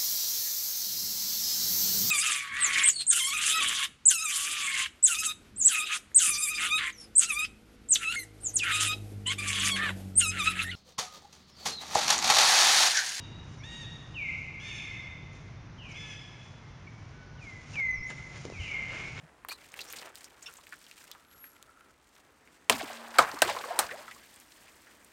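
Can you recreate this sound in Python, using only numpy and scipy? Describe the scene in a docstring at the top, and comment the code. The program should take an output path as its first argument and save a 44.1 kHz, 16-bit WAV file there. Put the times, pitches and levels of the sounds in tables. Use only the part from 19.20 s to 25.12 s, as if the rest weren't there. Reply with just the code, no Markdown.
"""A quiet street: a car tyre squashes a slime-filled mesh ball on concrete, then rolls into water balloons.
The slime gives wet ticks, crackle and squeaks, made from short noises, ringing clicks and gliding tones.
A thin brake squeal is one high tone. Four balloons burst as cracks of noise with a ringing cavity and spray.
Water gushes, slaps and gurgles as ringing clicks and rising tones, the air in the tyre hums as a low tone,
and drops patter out over the street's traffic hiss and rumble."""
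import sys
import numpy as np
from scipy import signal
from scipy.fft import rfft, irfft
from scipy.io import wavfile
from scipy.ndimage import uniform_filter1d

SR = 44100
rng = np.random.default_rng(int(sys.argv[2]) if len(sys.argv) > 2 else 0)


def to_wav(sig):
    """Store sig (one row per channel, or 1-D mono) as 16-bit WAV at the path in sys.argv[1].

    Samples outside -1..1 are clipped; the rate is SR.
    """
    pcm = np.clip(np.atleast_2d(sig), -1, 1) * 32767
    pcm = np.round(pcm).astype(np.int16)
    wavfile.write(sys.argv[1], SR, pcm.T)  # frames by channels


N = 261072   # length of the sound in samples

# Gushes of loose water, each running until the next: start_s [s], gurgle_db [dB], gurgle_centre_hz [Hz],
# gurgle_drain [dB per s], spatter_db [dB], spatter_drain [dB per s]
GUSH_TABLE = [(3.51, -45, 888, 16, -35, 67), (3.94, -46, 1050, 60, -46.5, 58),
              (4.0, -34, 1180, 49, -49.5, 15), (4.236, -39, 820, 10, -39.5, 34),
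              (4.603, -33.5, 885, 257, -42, 197), (4.705, -46, 940, 78, -52.5, 66)]


def amp(db):
    """Turn decibels into a gain."""
    return 10 ** (np.asarray(db) / 20)


def rms_one(x):
    """Scale a signal to an average strength (rms) of 1."""
    return x / np.sqrt(np.mean(x ** 2) + 1e-20)


def in_time(rows):
    """Draw each column of a curve table at every sample; outside its span it is silent (-120 dB)."""
    start_s, *columns = np.transpose(rows)
    t = np.arange(N) / SR
    return [np.interp(t, start_s, column, left=-120, right=-120) for column in columns]


def drift(rate_hz):
    """Smooth random wandering with rms 1; a higher rate wanders faster."""
    step = 40   # samples between the wandering points
    r = np.exp(-2 * np.pi * step * rate_hz / SR)
    noise = rng.standard_normal(N // step + 2002)
    slow = signal.lfilter([1], [1, -2 * r, r * r], noise)[2000:]   # drop the filter's start-up
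    return np.interp(np.arange(N) / step, np.arange(len(slow)), rms_one(slow))


def resonate(x, hz, width_hz):
    """Let a signal ring at one pitch: a two-pole resonance with gain 1 at its top."""
    r = np.exp(-np.pi * width_hz / SR)
    top = (1 - r * r) / 2
    return signal.lfilter([top, 0, -top], [1, -2 * r * np.cos(2 * np.pi * hz / SR), r * r], x)


def coloured(size, spectrum, tilt_db=0.):
    """Noise of rms 1 shaped by a spectrum table, tilted by so many dB per octave about 2 kHz."""
    hz = np.maximum(np.fft.rfftfreq(size, 1 / SR), 1)
    table_hz, table_db = np.array(spectrum).T
    db = np.interp(np.log(hz), np.log(table_hz), table_db) + tilt_db * np.log2(hz / 2000)
    return rms_one(irfft(rfft(rng.standard_normal(size)) * amp(db), size))


def add(out, start_s, sound):
    """Mix a sound in at its start time."""
    i = round(start_s * SR)
    out[i:i + len(sound)] += sound[:N - i]


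def span(low_hz, high_hz, tilt_db, count):
    """Pitches spread evenly in octaves and their strengths, tilted in dB from lowest to highest."""
    return np.geomspace(low_hz, high_hz, count), amp(np.linspace(0, tilt_db, count))


def grains(per_s, pitches_hz, weights, cycles, spread_db):
    """Random clicks of uneven size, each ringing a few cycles at one of the pitches; rms about 1."""
    sizes = amp(spread_db * np.minimum(rng.exponential(1, N), 4)) * rng.choice([-1, 1], N)
    clicks = sizes * (rng.random(N) < per_s / SR) + 1e-18
    dealt = rng.integers(0, len(pitches_hz), N)   # which pitch each click gets
    total = 0
    for k, (hz, weight) in enumerate(zip(pitches_hz, weights)):
        ring = resonate(clicks * (dealt == k), hz, 2.95 * hz / cycles)
        total = total + weight * rms_one(resonate(ring, hz, hz))
    return total / np.sqrt(sum(weight ** 2 for weight in weights))


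def wet_hits(rows, width_share):
    """Each contact is a snap with a bright edge, then a short puff through the same pocket of air."""
    snap_t60_s = 0.0012   # time to fade by 60 dB
    out, t = np.zeros(N), np.arange(4096) / SR
    for start_s, peak_db, hz, puff_t60_s, puff_db, edge_db in rows:
        puff, snap = rng.standard_normal((2, len(t)))
        puff = resonate(puff * amp(-60 * t / puff_t60_s), hz, width_share * hz)
        puff = resonate(puff, hz, 1.55 * hz)
        snap = snap * amp(-60 * t / snap_t60_s)
        edge = resonate(snap, 8800, 9000)
        body = resonate(resonate(snap, hz, 0.89 * hz), hz, 1.7 * hz)
        # puff and edge levels are relative to the snap's peak
        for part, part_db in ((body, 0), (puff, puff_db), (edge, edge_db)):
            add(out, start_s, amp(peak_db + part_db) * part / np.abs(part).max())
    return out


def chance_hits(start_s, end_s, bed_db, above_db, spread_db, low_hz, high_hz, count):
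    """Rows (start_s, peak_db, pitch_hz) of small random contacts, as strong as the bed they rise from."""
    when, weakness, pitch = rng.random((count, 3)).T
    hit_s = start_s + (end_s - start_s) * when
    peak_db = bed_db[(hit_s * SR).astype(int)] + above_db - spread_db * weakness
    return np.transpose([hit_s, peak_db, low_hz * (high_hz / low_hz) ** pitch])


def glides(rows, overtone_db, onset):
    """Short gliding tones, uneven in strength and pitch, with up to two overtones; a small onset is abrupt."""
    out = np.zeros(N)
    for start_s, length_s, start_hz, end_hz, level_db, rough in rows:
        u = np.linspace(0, 1, int(length_s * SR))   # progress through the tone
        wobble = rms_one(uniform_filter1d(rng.standard_normal((2, 4096)), size=60))[:, :len(u)]
        hz = start_hz * (end_hz / start_hz) ** u * (1 + .05 * rough * wobble[0])
        phase = 2 * np.pi * np.cumsum(hz) / SR
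        tone = sum(amp(overtone_db * k) * np.sin((k + 1) * phase)
                   for k in range(3) if (k + 1) * end_hz < .4 * SR)   # leave out overtones that are too high
        swell = np.sin(np.pi * u ** onset)
        add(out, start_s, amp(level_db) * tone * swell * (1 + rough * wobble[1]))
    return out


def bursts():
    """The skin rips in a dense crack, the squeezed cavity rings noisily, spray and a dull thump follow."""
    # Balloon bursts: start_s [s], level_db [dB] of the whole burst; relative to it tear_db [dB]; cavity_hz [Hz],
    # cavity_db [dB], cavity_t60_s [s], spray_db [dB]; tilt_db [dB per octave] of crack and spray
    burst_table = [(3.4972, -12.5, 9.5, 2660, 6.5, 0.021, -16, -3),
                   (3.9853, -12.5, -11.5, 1340, 10.5, 0.047, -5, -2.5),
                   (4.2196, -13, 6, 1630, -1.5, 0.053, -20, -2.07),
                   (4.5900, -17.5, 2.5, 863, 1.5, 0.031, -8.5, 0.7)]
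    # Colour of the crack: pitch_hz [Hz], level_db [dB per Hz]
    crack_spectrum = [(60, -47.5), (150, -12), (700, 5.5), (1800, -9.5), (4200, -3), (6300, -11),
                      (8500, -4.5), (13500, -10.5), (16000, -17.5)]
    # Colour of the spray: pitch_hz [Hz], level_db [dB per Hz]
    spray_spectrum = [(100, -29), (400, -8), (1200, 7.5), (3000, -11), (6000, -10.5), (9000, -15),
                      (16000, -23)]
    crack_t60_s, tear_t60_s, spray_t60_s = 0.049, 0.007, 0.18   # times to fade by 60 dB
    low_pass = signal.butter(2, 1100, fs=SR, output="sos")
    high_pass = signal.butter(2, 250, "high", fs=SR, output="sos")
    out, size = np.zeros(N), 2 ** 14
    t = np.arange(size) / SR
    for start_s, level_db, tear_db, hz, cavity_db, cavity_t60_s, spray_db, tilt_db in burst_table:
        noise = coloured(size, crack_spectrum, tilt_db)
        # the tear is heard first, the mass of water moves later: the low part comes in over a few ms
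        noise = noise - signal.sosfiltfilt(low_pass, noise) * np.exp(-(t / .003) ** 2)
        fade = amp(-60 * t / crack_t60_s) + amp(tear_db - 60 * t / tear_t60_s)
        crack = noise * fade * np.minimum(t / 0.000099, 1)

        lumps = amp(1.6 * rms_one(uniform_filter1d(rng.standard_normal(size), size=150)))   # spray lands in lumps
        spray = coloured(size, spray_spectrum, tilt_db) * lumps
        spray = spray * amp(spray_db - 60 * t / spray_t60_s) * np.minimum(t / 0.005, 1)

        cavity = rms_one(resonate(resonate(rng.standard_normal(size), hz, 0.14 * hz), hz, hz))
        cavity = cavity * amp(cavity_db - 60 * t / cavity_t60_s) * np.minimum(t / 0.0045, 1)

        thump = rms_one(resonate(rng.standard_normal(size), 90, 110))
        thump = thump * amp(-33.5 - 60 * t / .5) * np.minimum(t / 0.021, 1)

        sharp = signal.sosfilt(high_pass, crack + cavity)   # a small tear radiates no bass
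        add(out, start_s, amp(level_db) * (sharp + spray + thump))
    return out


def water():
    """Gurgling bubbles in the gush, spatter and fine patter, slaps, drops, and the hum of the tyre's air ring."""
    # Water slapping concrete and rubber: start_s [s], peak_db [dB], pitch_hz [Hz]
    slap_table = [(3.523, -33, 670), (3.54, -36.5, 252), (3.611, -32, 716), (3.632, -36, 283),
                  (3.701, -37, 638), (3.816, -49, 920), (3.944, -39, 1500), (3.955, -34, 900),
                  (4.137, -37, 304), (4.169, -37, 1040), (4.291, -25.5, 805), (4.301, -31.5, 570),
                  (4.365, -28.5, 1010), (4.439, -30.5, 1110), (4.505, -36, 745), (4.691, -36.5, 1540),
                  (4.711, -33, 1770), (4.88, -36, 1300), (4.912, -39.5, 2020), (5.481, -50, 2360),
                  (5.669, -50.5, 1736)]
    # Single drops at set times: start_s [s], peak_db [dB], pitch_hz [Hz]
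    drop_table = [(3.5245, -19, 4300), (3.621, -32, 3640), (3.6686, -50, 4130), (3.732, -38, 5630),
                  (3.7713, -38, 3480), (3.9063, -43, 5310), (3.9609, -41, 4300), (4.0242, -24.5, 4030),
                  (4.1155, -31.5, 4100), (4.144, -36, 4780), (4.1894, -30.5, 4280), (4.298, -28.5, 8280),
                  (4.3266, -33, 4580), (4.3394, -46, 4900), (4.3884, -29, 3650), (4.514, -52, 4500),
                  (4.6663, -31, 4900), (4.9478, -45, 4920), (5.141, -45, 9050), (5.1608, -44.5, 8370),
                  (5.2002, -39.5, 9480), (5.3203, -44, 3520), (5.8466, -43, 8890)]
    # Closing air pockets: start_s [s], length_s [s], start_hz [Hz], end_hz [Hz], peak_db [dB], roughness [0-1]
    bubble_table = [(4.262, 0.026, 293, 520, -36.5, .2), (4.445, 0.037, 430, 610, -41, 0.26),
                    (4.502, 0.023, 656, 756, -30.5, 0.01), (4.552, 0.036, 790, 1044, -35.5, 0.1),
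                    (4.708, .065, 381, 956, -41.5, 0.22), (4.77, 0.05, 514, 690, -49, 0.08),
                    (4.96, 0.013, 1010, 1220, -50, 0.2)]
    # Hum of the air inside the tyre: start_s [s], peak_db [dB]
    hum_curve = [(3.49, -78), (3.51, -36.5), (3.58, -50), (3.68, -59), (3.79, -52), (3.96, -57),
                 (4.05, -67.5), (4.7, -64.5), (5.3, -82)]
    gurgle_db, centre_hz, spatter_db, patter_db = gushes()

    pitches = np.geomspace(330, 2200, 14)
    centre = np.maximum(centre_hz, 300)
    near = [np.exp(-.5 * (np.log2(hz / centre) / 0.7) ** 2) + 0.019 for hz in pitches]   # most share a size
    gurgle = grains(2500 * amp(3.6 * drift(27)), pitches, near, cycles=10.0, spread_db=2.0)
    spatter = grains(1200 * amp(4 * drift(27)), *span(1640, 4880, -6.0, count=10), cycles=24.0, spread_db=1.0)
    patter = grains(6000 * amp(4.1 * drift(40)), *span(3900, 14140, 3, count=10), cycles=4.7, spread_db=3.5)
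    surge_db = 1.75 * drift(6)   # the gush comes in gulps
    flow = amp(gurgle_db + surge_db) * gurgle + amp(spatter_db + surge_db) * spatter + amp(patter_db) * patter

    hum_hz = 231
    hum = amp(in_time(hum_curve)[0]) * np.sin(2 * np.pi * hum_hz * np.arange(N) / SR)

    # to each row add the puff's fade time [s], puff level [dB] and edge level [dB]
    slaps = [(*slap, 0.065, 3, -21) for slap in slap_table]
    small = chance_hits(GUSH_TABLE[0][0], N / SR, spatter_db, above_db=10.5, spread_db=12.5,
                        low_hz=1500, high_hz=8000, count=130)
    drops = [(*drop, 0.025, -4.5, -11) for drop in [*drop_table, *small]]
    hits = wet_hits(slaps, width_share=0.16) + wet_hits(drops, width_share=0.35)

    bubbles = glides(bubble_table, overtone_db=-26, onset=0.96) + blips(gurgle_db, centre_hz, count=240)
    return flow + hum + hits + bubbles


def gushes():
    """Levels and bubble pitch of the water: each gush starts at full strength and drains to a trickle."""
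    trickle_db, trickle_spatter_db, trickle_patter_db = -69.5, -59.5, -60   # thin run-off under the gushes
    trickle_dries = 7   # dB per s, for spatter and patter after the last gush starts
    patter_share_db, patter_drains_faster = -7.5, 1.3   # patter is the fine share of the spatter
    start_s, gurgle_db, hz, gurgle_drain, spatter_db, spatter_drain = np.transpose(GUSH_TABLE)
    t = np.arange(N) / SR
    k = np.maximum(np.searchsorted(start_s, t) - 1, 0)   # which gush is running
    age, wet = np.abs(t - start_s[k]), t > start_s[0]
    dried_db = -trickle_dries * np.maximum(t - start_s[-1], 0)

    gurgle = np.hypot(amp(gurgle_db[k] - gurgle_drain[k] * age), amp(trickle_db))
    spatter = np.hypot(amp(spatter_db[k] - spatter_drain[k] * age), amp(trickle_spatter_db + dried_db))
    fine_db = spatter_db[k] + patter_share_db - patter_drains_faster * spatter_drain[k] * age
    patter = np.hypot(amp(fine_db), amp(trickle_patter_db + dried_db))
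    levels_db = 20 * np.log10(np.array([gurgle, spatter, patter]) * wet + 1e-6)
    return levels_db[0], hz[k], levels_db[1], levels_db[2]


def blips(gurgle_db, centre_hz, count):
    """Chance bubbles in the gush: each rises in pitch as it nears the surface."""
    when, pitch, life, climb, weakness = rng.random((count, 5)).T
    start_s = 3.52 + 1.5 * when
    at = (start_s * SR).astype(int)
    start_hz = centre_hz[at] * 2 ** (1.8 * pitch ** 1.1 - .8)
    end_hz = start_hz * (1.035 + 0.28 * climb)
    length_s = (6 + 16 * life) / start_hz   # 6 to 22 cycles of the starting pitch
    level_db = gurgle_db[at] - 6 - 10 * weakness - 5 * pitch
    rows = np.transpose([start_s, length_s, start_hz, end_hz, level_db, 0.11 * life])
    return glides(rows, overtone_db=-35.5, onset=0.45)


def slime():
    """Squelch, crackle and fine fizz under the rolling tread, with ticks, squeaks and a thud from the ball."""
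    # Slime under the tread: start_s [s], squelch_db [dB], crackle_db [dB]
    slime_curve = [(0, -61.5, -109), (.283, -67.5, -78), (0.287, -42.5, -62), (0.321, -66, -45),
                   (.35, -61.5, -60), (.46, -67.5, -64.5), (.58, -54.5, -54), (.78, -55.5, -51),
                   (.84, -50, -56), (.93, -55.5, -71), (.97, -62.5, -56), (1.15, -62, -66.5),
                   (1.35, -63.5, -59.5), (1.6, -73, -62.5), (1.88, -63, -60.5), (2.0, -69, -67.5),
                   (2.74, -69, -74)]
    # Grit under the tread, following on: start_s [s], squelch_db [dB], crackle_db [dB]
    grit_curve = [(2.9, -73, -74), (2.97, -65, -68.5), (3.1, -68.5, -72), (3.28, -77, -70.5),
                  (3.449, -93, -71.5)]
    # Ticks at set times, slime, mesh and grit letting go: start_s [s], snap_peak_db [dB], pitch_hz [Hz],
    # puff_db [dB relative to the snap]
    tick_table = [(0.249, -29.5, 1074, -11.5), (0.286, -35.5, 11900, 0), (0.2875, -31, 2520, -10),
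                  (0.2895, -48, 7600, -23), (0.318, -33, 1120, -6), (0.327, -50, 8000, -4),
                  (0.417, -48, 2240, 0), (0.445, -43.5, 1780, -6), (0.541, -31, 1970, -11),
                  (0.591, -29.5, 2730, -1), (0.606, -40, 4320, 5), (0.615, -32.5, 4100, -1.5),
                  (0.7265, -33, 11600, -6), (0.735, -28.5, 2150, -8.5), (0.763, -37, 5700, -6),
                  (0.786, -37, 4020, 3), (0.825, -35, 2430, -7), (0.956, -30.5, 4570, -18),
                  (1.044, -35, 5700, -6.5), (1.048, -48, 8400, -16), (1.225, -48.5, 6720, 7.5),
                  (1.264, -43, 5400, -16), (1.369, -44, 6850, -1), (1.386, -41.5, 1080, -5.5),
                  (1.469, -37, 2100, -13), (1.524, -40.5, 1560, 7.5), (1.531, -33.5, 1510, -3.5),
                  (1.666, -40, 2950, -7.5), (1.713, -32.5, 2580, -12), (1.779, -40, 2576, -11),
                  (1.915, -28, 3500, -10), (1.95, -42, 1100, -5), (2.114, -45.5, 3070, -22),
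                  (2.242, -37, 1697, -8.5), (2.366, -44.5, 2020, -12), (2.427, -34.5, 3660, -22),
                  (2.608, -46.5, 1330, -6), (2.89, -55, 4500, -13), (2.965, -43.5, 1820, -10),
                  (2.982, -59, 4500, -8), (3.275, -45.5, 2000, -5.5)]
    # Wet rubber squeaks and one short low thud: start_s [s], length_s [s], start_hz [Hz], end_hz [Hz],
    # peak_db [dB], roughness [0-1]
    squeak_table = [(.292, 0.055, 4170, 4920, -42.5, 0.7), (.308, 0.027, 2330, 2610, -38.5, 0),
                    (.325, 0.045, 4130, 4070, -48, 0.8), (.674, 0.086, 5460, 8200, -54, 0.8),
                    (1.259, 0.032, 5490, 5440, -44, 0.38), (1.260, 0.049, 2740, 2670, -46.5, 0.87),
                    (1.262, .02, 3540, 3500, -45, 0.56), (1.284, 0.035, 1410, 1300, -48, 0.97),
                    (.03, 0.042, 155, 157, -48.5, 0.26)]
    squelch_db, crackle_db = in_time([*slime_curve, *grit_curve])
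    fizz_db = crackle_db - 14.5

    small = chance_hits(0, grit_curve[-1][0], crackle_db, above_db=16.5, spread_db=16,
                        low_hz=1500, high_hz=11300, count=160)
    ticks = []
    for start_s, peak_db, hz, puff_db in [*tick_table, *[(*tick, -9) for tick in small]]:
        edge_db = -1.5 + 4 * np.log2(hz / 3000)   # low ticks are dull, high ones bright
        ticks.append((start_s, peak_db, hz, 0.069, puff_db, edge_db))   # 0.069 s puff fade time

    clumps = drift(60)   # crackle and fizz bunch together
    crackle_rate = 2000 * amp(7.3 * clumps + 3.1 * drift(30))   # clicks per s
    fizz_rate = 2500 * amp(4.6 * clumps + 3 * drift(80))
    squelch = grains(1500 * amp(3 * drift(26)), *span(328, 1730, 4.3, count=10), cycles=3.6, spread_db=2.5)
    crackle = grains(crackle_rate, *span(1530, 12000, -5.1, count=7), cycles=1.3, spread_db=2.5)
    fizz = grains(fizz_rate, *span(11500, 15000, -1.1, count=4), cycles=7.0, spread_db=2.5)
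    bed = amp(squelch_db) * squelch + amp(crackle_db) * crackle + amp(fizz_db) * fizz
    return bed + wet_hits(ticks, width_share=0.19) + glides(squeak_table, overtone_db=-24, onset=0.35)


def brake():
    """A near-pure squeal that swells and fades."""
    # Brake squeal: start_s [s], level_db [dB rms]
    squeal_curve = [(2.03, -85), (2.126, -61), (2.184, -60.5), (2.238, -47), (2.366, -74), (2.41, -90)]
    squeal_hz = 11599
    level_db = in_time(squeal_curve)[0] + 1.0 * drift(40)
    return np.sqrt(2) * amp(level_db) * np.sin(2 * np.pi * squeal_hz * np.arange(N) / SR)


def street():
    """Distant traffic hiss, lumpy rumble, a thin whine and a hollow band, all made from filtered noise."""
    # Colour of the traffic hiss: pitch_hz [Hz], level_db [dB per Hz]
    street_spectrum = [(15, -58), (25, -28.5), (64, 1), (102, -10.5), (285, 0), (363, -3.5), (695, -6.5),
                       (1100, -6.5), (1790, -7), (3340, -18), (9070, -23.5), (16000, -33.5)]
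    # Background levels: start_s [s], street_db [dB], rumble_db [dB], whine_db [dB], hollow_db [dB]
    back_curve = [(0, -66.5, -64, -85, -85), (1.7, -65.5, -76.5, -92, -81), (2.1, -67, -73, -79, -68.5),
                  (2.71, -66.5, -74, -85, -69), (2.74, -70.5, -73, -99, -100),
                  (3.4, -63.5, -79.5, -99, -100), (5.92, -63, -74, -99, -95)]
    whine_hz, hollow_hz = 9970, 1340
    street_db, rumble_db, whine_db, hollow_db = in_time(back_curve)
    hiss = coloured(N, street_spectrum)
    rumble = rms_one(resonate(rng.standard_normal(N), 32, 85))
    whine = rms_one(resonate(rng.standard_normal(N), whine_hz, 59))
    hollow = rms_one(resonate(resonate(rng.standard_normal(N), hollow_hz, 154), hollow_hz, 296))
    return (amp(street_db + 1.0 * drift(3.0)) * hiss + amp(rumble_db + 2 * drift(11)) * rumble
            + amp(whine_db) * whine + amp(hollow_db + 2.4 * drift(22)) * hollow)


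def scene():
    """All sources added together, one channel."""
    return (bursts() + water() + slime() + brake() + street())[None]


def record(dry):
    """The microphone capsule's colour, a bass roll-off, then a steep top cut."""
    # Capsule colour: pitch_hz [Hz], width_hz [Hz], gain_db [dB]
    capsule_table = [(8000, 2640, 3.5), (10880, 1780, -7.5)]
    cutoff_hz = 16900
    for hz, width_hz, gain_db in capsule_table:
        dry = dry + (amp(gain_db) - 1) * resonate(dry, hz, width_hz)
    dry = signal.sosfilt(signal.butter(2, 40, "high", fs=SR, output="sos"), dry)
    return signal.sosfilt(signal.cheby2(16, 70, cutoff_hz, fs=SR, output="sos"), dry)


dry = scene()
out = record(dry)
to_wav(out)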